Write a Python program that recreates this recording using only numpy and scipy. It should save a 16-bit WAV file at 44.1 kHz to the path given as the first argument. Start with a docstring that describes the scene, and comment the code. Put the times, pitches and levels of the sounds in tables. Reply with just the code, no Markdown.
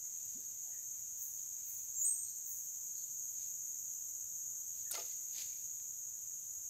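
"""A cicada chorus drones as ringing click noise over rumble and wash; leaves rustle as fine crackle.
Far birds call in blurred notes from the start, and a low sine gulp glides up from a still pond.
A bush cricket then rasps four times in sliding noise, damped snaps tick, a near bird chirps in three sine slurs.
A thin insect whines twice in fuzzy noise; between, droplet crackle and ringing bubbles splash.
Trees echo the water, leaves, birds and bush cricket; opposed faint hiss widens a nearly mono pair."""
import sys
import numpy as np
from scipy import signal
from scipy.fft import rfft, irfft
from scipy.io import wavfile
from scipy.ndimage import uniform_filter1d

SR = 44100
rng = np.random.default_rng(int(sys.argv[2]) if len(sys.argv) > 2 else 0)


def log_audio(samples):
    """Write samples as a 16-bit WAV file to the path given in sys.argv[1]."""
    # one column per channel
    frames = np.atleast_2d(samples).T
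    # limit to full scale, then quantise
    limited = np.clip(frames, -1, 1)
    pcm = np.round(limited * 32767).astype(np.int16)
    wavfile.write(sys.argv[1], SR, pcm)


N = 295029
TIME_S = np.arange(N) / SR

# Low forest rumble and faint wash: (frequency [Hz], relative density [dB])
AIR_SPECTRUM = [(15, -52), (25, -30), (38, -12), (91, 1), (182, -7.5), (217, -14.5), (247, -12), (328, -15),
                (736, -17.5), (876, -18.5), (1650, -20), (2290, -19.5), (2440, -20), (4600, -19),
                (5980, -51), (10100, -120)]
# Cicadas' ringing tymbals: (frequency [Hz], relative density [dB])
TYMBAL_SPECTRUM = [(2710, -58), (4600, -38), (5090, -28.5), (5460, -25), (6290, -1.5), (6700, 3),
                   (7010, -2), (7470, -9), (8310, -18), (8770, -23.5), (9460, -41), (9800, -35),
                   (12700, -75), (21600, -120)]
# Tymbal overtone an octave up: (frequency [Hz], relative density [dB])
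OVERTONE_SPECTRUM = [(5590, -56), (9500, -27.5), (10200, -29), (11100, -25.5), (12500, -5), (13200, 2.5),
                     (14000, -2), (15600, -20.5)]
# Effort of the whole chorus: (time [s], level [dB])
CHORUS_EFFORT = [(1.0, -46), (2.9, -45), (5.4, -45), (6.3, -46.6)]
# Nearest cicadas: (frequency [Hz], width per filter stage [Hz], level against the ring [dB])
CICADA_DRONES = [(6310, 56, -21.5), (6473, 66, -12.5)]
# Faint side hiss: (frequency [Hz], relative density [dB])
SIDE_HISS_SPECTRUM = [(100, -18), (500, -5.5), (1500, -1), (4000, 2), (6500, -22.5), (10500, 0),
                      (15000, 3.5)]
# Brushes through dry leaves: (loudest time [s], rise and fall scale [s], level [dB])
LEAF_BRUSHES = [(.35, 0.31, -72.5), (1.395, 0.01, -71.5), (1.65, 0.27, -73.5), (3.43, .049, -66),
                (4.8, 0.065, -70), (5.11, .03, -64), (5.398, 0.041, -49.5), (5.52, 0.12, -68)]
# Dry-leaf crackle: (frequency [Hz], relative density [dB])
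LEAF_SPECTRUM = [(300, -28), (560, -17.5), (1300, -24), (2100, -9), (3400, -7.5), (4450, -1.5), (6500, -5),
                 (9000, -13.5), (12000, -9.5), (15500, -26)]
# Far bird notes: (start [s], length [s], mid pitch [Hz], width per filter stage [Hz], level [dB])
FAR_BIRD_NOTES = [(0.046, 0.033, 2130, 200, -77), (0.63, 0.09, 740, 219, -73.5),
                  (0.706, 0.074, 1897, 280, -71.5), (1.626, 0.13, 2340, 700, -81),
                  (2.24, 0.075, 4220, 600, -71), (2.939, 0.1, 4450, 1100, -69),
                  (4.853, 0.065, 1790, 130, -69.5), (5.469, .078, 2430, 600, -73)]
# Bush cricket strokes: (start [s], level [dB])
CRICKET_STROKES = [(1.168, -46), (1.637, -46), (1.962, -45.5), (2.44, -45.5)]
# Brief ticks: (start [s], level [dB], ringing frequency [Hz])
TICKS = [(4.9132, -23, 12000), (4.9171, -23, 8300), (4.9193, -29, 8000), (1.395, -58, 4600),
         (3.417, -57, 3200), (4.8015, -51, 9500), (4.9775, -38, 4800), (5.0455, -43, 11000),
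         (5.1715, -53, 4700), (5.217, -48, 9000), (5.384, -34, 4500), (5.7998, -51, 2600)]
# Near bird, a slur down and two flicks up; bend > 1 glides late:
# (start [s], length [s], first pitch [Hz], last pitch [Hz], bend [1], swell [s], level [dB])
CHIRP_SLURS = [(1.938, .08, 7470, 6650, 3.5, 0.051, -37.5), (2.009, 0.028, 6680, 7210, 2.5, .008, -35),
               (2.042, 0.056, 7650, 8367, 0.297, 0.0096, -32)]
# Thin insect's songs: (start [s], time to fall-off [s], level [dB])
THIN_SONGS = [(3.85, 0.28, -74), (6.297, .45, -69)]
# Splash slap, closing cavity, slosh, falling drops; depth runs from bright spray to hollow slosh:
# (start [s], rise [s], fall [s], level [dB], depth [0-1])
SPLASH_SURGES = [(4.905, 0.015, 0.013, -39.5, 0.01), (4.926, 0.029, 0.02, -44, 0.64),
                 (4.968, 0.019, 0.056, -58.5, 1), (4.992, .005, 0.0069, -61, .3)]
# Bright spray: (frequency [Hz], relative density [dB])
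SPRAY_SPECTRUM = [(200, -42), (1500, -19), (3500, -7), (6000, 5), (11000, -6.5), (15500, -7)]
# Hollow slosh: (frequency [Hz], relative density [dB])
SLOSH_SPECTRUM = [(120, -32), (330, -5.5), (650, -2), (1300, -11.5), (1700, -11), (2500, -7), (5000, -3.5),
                  (8000, -40), (15000, -32)]
# Largest air pockets of the splash: (start [s], starting pitch [Hz], level [dB])
AIR_POCKETS = [(4.909, 1410, -54), (4.911, 3770, -48), (4.937, 586, -51), (4.943, 4420, -41),
               (4.952, 2050, -44.5), (4.955, 1350, -47.5), (4.975, 1208, -49), (4.976, 846, -50.5),
               (4.977, 670, -47), (4.979, 490.6, -54.5), (4.982, 399, -55.5), (4.995, 2800, -53),
               (4.995, 5380, -41.5)]
# Decay of the trees' echoes: (frequency [Hz], t60 [s])
FOREST_DECAY = [(200, 0.45), (1000, 0.17), (2500, 0.78), (8000, 0.79), (15000, 0.73)]

AIR_DB = -73
FAR_SAG_SHARE = .03  # fall across each far note, as a share of its pitch
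GULP_START_S, GULP_DB, GULP_RISE_S, GULP_FALL_S = .332, -58, .038, 0.022
GULP_START_HZ, GULP_OCTAVES_PER_S, GULP_TOP_HZ = 140, 25, 464
STROKE_RISE_S, STROKE_HOLD_S, STROKE_FALL_S = 0.029, 0.064, 0.0088
STROKE_HIGH_HZ, STROKE_LOW_HZ, SLIDE_AT_S, SLIDE_S = 15200, 10400, 0.057, 0.016
TICK_RING_S = .00008
CHIRP_FALL_S = .004
THIN_RISE_S, THIN_FALL_S = 0.074, .14
# Swell and life at 1 kHz; both shorten by a power of pitch
BUBBLE_SWELL_S, BUBBLE_LIFE_S, BUBBLE_POWER, BUBBLE_RISE_OCTAVES = 0.0024, 0.054, 0.84, 0.053
EDGE_HZ = 15750


def amp(db):
    """Decibels to gain."""
    return 10 ** (np.asarray(db) / 20)


def evened(x):
    """Scales to rms 1."""
    return x / np.sqrt(np.mean(x ** 2) + 1e-20)


def read(points, hz):
    """Interpolates a table on a log-frequency axis."""
    points_hz, value = np.transpose(points)
    return np.interp(np.log(hz + 1), np.log(points_hz + 1), value)


def add(mix, start_s, sound):
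    """Mixes a sound in at start_s."""
    part = mix[max(round(start_s * SR), 0):][:len(sound)]
    part += sound[:len(part)]


def sine(hz):
    """Sine that follows the pitch curve hz."""
    return np.sin(2 * np.pi * np.cumsum(hz) / SR)


def envelope(t_s, rise_s, hold_s, fall_s):
    """Rises smoothly from t_s = 0, then dies exponentially from hold_s on."""
    rise = np.sin(np.pi / 2 * np.clip(t_s / rise_s, 0, 1)) ** 2
    return rise * np.exp(-np.maximum(t_s - hold_s, 0) / fall_s)


def coloured(x, spectrum):
    """Filters x by a spectrum, at rms 1."""
    gain = amp(read(spectrum, np.fft.rfftfreq(N, 1 / SR)))
    return evened(irfft(rfft(x) * gain, N))


def drift(rate_hz):
    """Slow random curve of rms 1: noise under a Gaussian lowpass."""
    lowpass = np.exp(-(np.fft.rfftfreq(N, 1 / SR) / rate_hz) ** 2)
    return evened(irfft(rfft(rng.standard_normal(N)) * lowpass, N))


def whistle(hz, stage_width_hz):
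    """Noise in a steep three-stage resonance that follows the curve hz, at rms 1."""
    pole = np.exp(-np.pi * stage_width_hz / SR)
    z = rng.standard_normal(len(hz)) + 1j * rng.standard_normal(len(hz))
    for _ in range(3):
        z = signal.lfilter([1 - pole], [1, -pole], z)
    carrier = np.exp(2j * np.pi * np.cumsum(hz) / SR)
    return evened((z * carrier).real)


def crackle(impacts_per_s, spread_db):
    """Random impacts of either sign; a larger spread lets a few stand out."""
    size = amp(spread_db * np.minimum(rng.exponential(1, N), 4))
    return size * rng.choice([-1, 1], N) * (rng.random(N) < impacts_per_s / SR)


def forest(x, wet_db, first_s=.008):
    """Direct sound plus sparse echoes from trunks and leaves, dying band by band."""
    at = np.arange(0, SR - 20, 20)
    taps = np.zeros(SR)
    taps[at + rng.integers(0, 20, len(at))] = rng.choice([-1., 1.], len(at)) * (at > first_s * SR)
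    hz, t_s, z = signal.stft(taps, SR, nperseg=256)
    decay = np.exp(-np.log(1000) * t_s / read(FOREST_DECAY, hz)[:, None])
    tail = signal.istft(z * decay, SR, nperseg=256)[1]
    echoes = signal.fftconvolve(x, tail / np.linalg.norm(tail))[:N]
    return (x + amp(wet_db) * echoes) / np.hypot(1, amp(wet_db))


def air():
    """Steady low rumble and a faint wash in which far trickles and leaves come and go in patches."""
    hz, _, z = signal.stft(rng.standard_normal(N), SR, nperseg=1024, noverlap=768)
    patchy_db = np.interp(hz, [200, 1200], [.3, 1.7])[:, None]
    patches = uniform_filter1d(rng.standard_normal(z.shape), size=7, axis=0)
    patches = evened(uniform_filter1d(patches, size=14, axis=1))
    wash = signal.istft(z * amp(patchy_db * patches), SR, nperseg=1024, noverlap=768)[1][:N]
    return amp(AIR_DB) * coloured(wash, AIR_SPECTRUM)


def cicadas(overtone_db=-10, brightening=1.5, flutter_db=0.44):
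    """Countless tymbal clicks merge into a ringing hiss; near singers add narrow drones, all faintly buzzing."""
    effort_db = np.interp(TIME_S, *np.transpose(CHORUS_EFFORT))
    buzz_hz = 72 + 2 * drift(4)
    buzz = 1 + .08 * np.cos(2 * np.pi * np.cumsum(buzz_hz) / SR)
    ring = coloured(crackle(15000, 0.36), TYMBAL_SPECTRUM)
    for hz, width_hz, db in CICADA_DRONES:
        ring += amp(db) * whistle(np.full(N, hz), width_hz)
    # harder singing raises the overtone faster than the main ring
    lift_db = (brightening - 1) * (effort_db - effort_db.mean())
    overtone = amp(overtone_db + lift_db) * coloured(crackle(15000, 0.85), OVERTONE_SPECTRUM)
    return amp(effort_db + flutter_db * drift(32)) * buzz * (ring + overtone)


def rustles():
    """Fine crackle of dry leaves, swelling and fading with the pressure of each brush."""
    pressure = np.zeros(N)
    for peak_s, scale_s, db in LEAF_BRUSHES:
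        pressure += amp(db) / np.cosh(np.clip((TIME_S - peak_s) / scale_s, -20, 20) * np.sqrt(2))
    return pressure * coloured(crackle(2500, 4), LEAF_SPECTRUM)


def far_birds():
    """Short sagging notes, blurred into narrow noise, with echoes as strong as the direct sound."""
    out = np.zeros(N)
    for start_s, length_s, pitch_hz, width_hz, db in FAR_BIRD_NOTES:
        hz = pitch_hz * (1 + FAR_SAG_SHARE * np.linspace(.5, -.5, round(length_s * SR)))
        add(out, start_s, amp(db) * whistle(hz, width_hz) * signal.windows.tukey(len(hz), .5))
    return forest(out, wet_db=0.0)


def gulp(rough=0.44):
    """A large air pocket at the pond's surface shrinks as it opens, so its unsteady note glides up."""
    t_s = np.clip(TIME_S - GULP_START_S, 0, 1)
    hz = np.minimum(GULP_START_HZ * 2 ** (GULP_OCTAVES_PER_S * t_s), GULP_TOP_HZ)
    tone = sine(hz) + rough * whistle(hz, stage_width_hz=260)
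    return amp(GULP_DB) * envelope(t_s, GULP_RISE_S, GULP_RISE_S, GULP_FALL_S) * tone


def bush_cricket(stage_width_hz=3100):
    """Each wing stroke scrapes a resonance that slides down from the edge of hearing."""
    out, t_s = np.zeros(N), TIME_S[:SR // 4]
    slide = (1 + np.tanh((t_s - SLIDE_AT_S) / SLIDE_S)) / 2
    hz = STROKE_HIGH_HZ + (STROKE_LOW_HZ - STROKE_HIGH_HZ) * slide
    stroke = envelope(t_s, STROKE_RISE_S, STROKE_HOLD_S, STROKE_FALL_S)
    for start_s, db in CRICKET_STROKES:
        add(out, start_s, amp(db) * stroke * whistle(hz, stage_width_hz))
    return forest(out, wet_db=6.5)


def ticks(scatter_s=0.0033, scatter_db=-21):
    """A brief damped snap with a short scatter behind it, thin in the bass."""
    out, t_s = np.zeros(N), np.arange(512) / SR
    for start_s, db, hz in TICKS:
        # the derivative thins the bass
        snap = np.gradient(t_s * np.exp(-t_s / TICK_RING_S) * np.sin(2 * np.pi * hz * t_s))
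        scatter = amp(scatter_db) * rng.standard_normal(len(t_s)) * np.exp(-t_s / scatter_s)
        scatter *= t_s > 4 * TICK_RING_S
        tick = snap + np.convolve(scatter, snap)[:len(t_s)]
        add(out, start_s, amp(db) * tick / abs(snap).max())
    return out


def near_bird(trunks_db=-3):
    """Three nearly pure slurs; close trunks repeat them and the forest draws them out into a tail."""
    chirp, waver = np.zeros(N), 1 + .0015 * drift(150)
    for start_s, length_s, first_hz, last_hz, bend, swell_s, db in CHIRP_SLURS:
        hz = first_hz + (last_hz - first_hz) * np.minimum(TIME_S / length_s, 1) ** bend
        tone = np.sqrt(2) * sine(hz * waver)
        add(chirp, start_s, amp(db) * envelope(TIME_S, swell_s, length_s, CHIRP_FALL_S) * tone)
    delays_s = rng.uniform(.006, .05, size=12)
    trunks = sum(np.roll(chirp, round(s * SR)) for s in delays_s) / np.sqrt(len(delays_s))
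    return forest((chirp + amp(trunks_db) * trunks) / np.hypot(1, amp(trunks_db)), wet_db=-6.5)


def thin_insect(pitch_hz=11100, stage_width_hz=1300):
    """A far, fuzzy whine of resonant noise between the cicadas' two bands."""
    level = np.zeros(N)
    for start_s, hold_s, db in THIN_SONGS:
        level += amp(db) * envelope(TIME_S - start_s, THIN_RISE_S, hold_s, THIN_FALL_S)
    return level * whistle(np.full(N, pitch_hz), stage_width_hz)


def splash(clumping_db=3.5):
    """A crash of droplets that land in clumps, bright at the slap and hollower as the water closes."""
    spray = coloured(crackle(2500, 3.8), SPRAY_SPECTRUM)
    slosh = coloured(crackle(3000, 3), SLOSH_SPECTRUM)
    water = np.zeros(N)
    for start_s, rise_s, fall_s, db, depth in SPLASH_SURGES:
        blend = np.sqrt(1 - depth) * spray + np.sqrt(depth) * slosh
        water += amp(db) * envelope(TIME_S - start_s, rise_s, rise_s, fall_s) * blend
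    return amp(clumping_db * drift(150)) * water


def bubbles():
    """Each air pocket swells, rings and rises in pitch as it nears the surface; large ones are low and slow."""
    out, t_s = np.zeros(N), TIME_S[:SR // 2]
    for start_s, hz, db in AIR_POCKETS:
        quickness = (hz / 1000) ** BUBBLE_POWER
        swell_s, life_s = BUBBLE_SWELL_S / quickness, BUBBLE_LIFE_S / quickness
        pitch_hz = hz * 2 ** (BUBBLE_RISE_OCTAVES * np.minimum(t_s / life_s, 1))
        # rings down to 1/30 in one life
        ring = envelope(t_s, swell_s, swell_s, life_s / np.log(30))
        add(out, start_s, amp(db) * ring * sine(pitch_hz))
    return out


def scene(side_hiss_db=-87, pond_wet_db=-8, leaves_wet_db=-13):
    """Insects and birds in the trees, water and leaves close by; left and right differ only by opposed faint hiss."""
    pond = forest(bubbles() + gulp(), wet_db=pond_wet_db)
    spray_leaves_ticks = forest(splash() + rustles() + ticks(), wet_db=leaves_wet_db)
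    insects = cicadas() + thin_insect() + bush_cricket()
    birds = near_bird() + far_birds()
    mid = insects + birds + pond + spray_leaves_ticks + air()
    side = amp(side_hiss_db) * coloured(rng.standard_normal(N), SIDE_HISS_SPECTRUM)
    return np.array([mid + side, mid - side])


def record(dry):
    """The recorder's steep upper band limit, a linear-phase lowpass."""
    lowpass = signal.firwin(1023, EDGE_HZ, window=("kaiser", 9), fs=SR)
    return signal.oaconvolve(dry, lowpass[None], "same")


dry = scene()
out = record(dry)
log_audio(out)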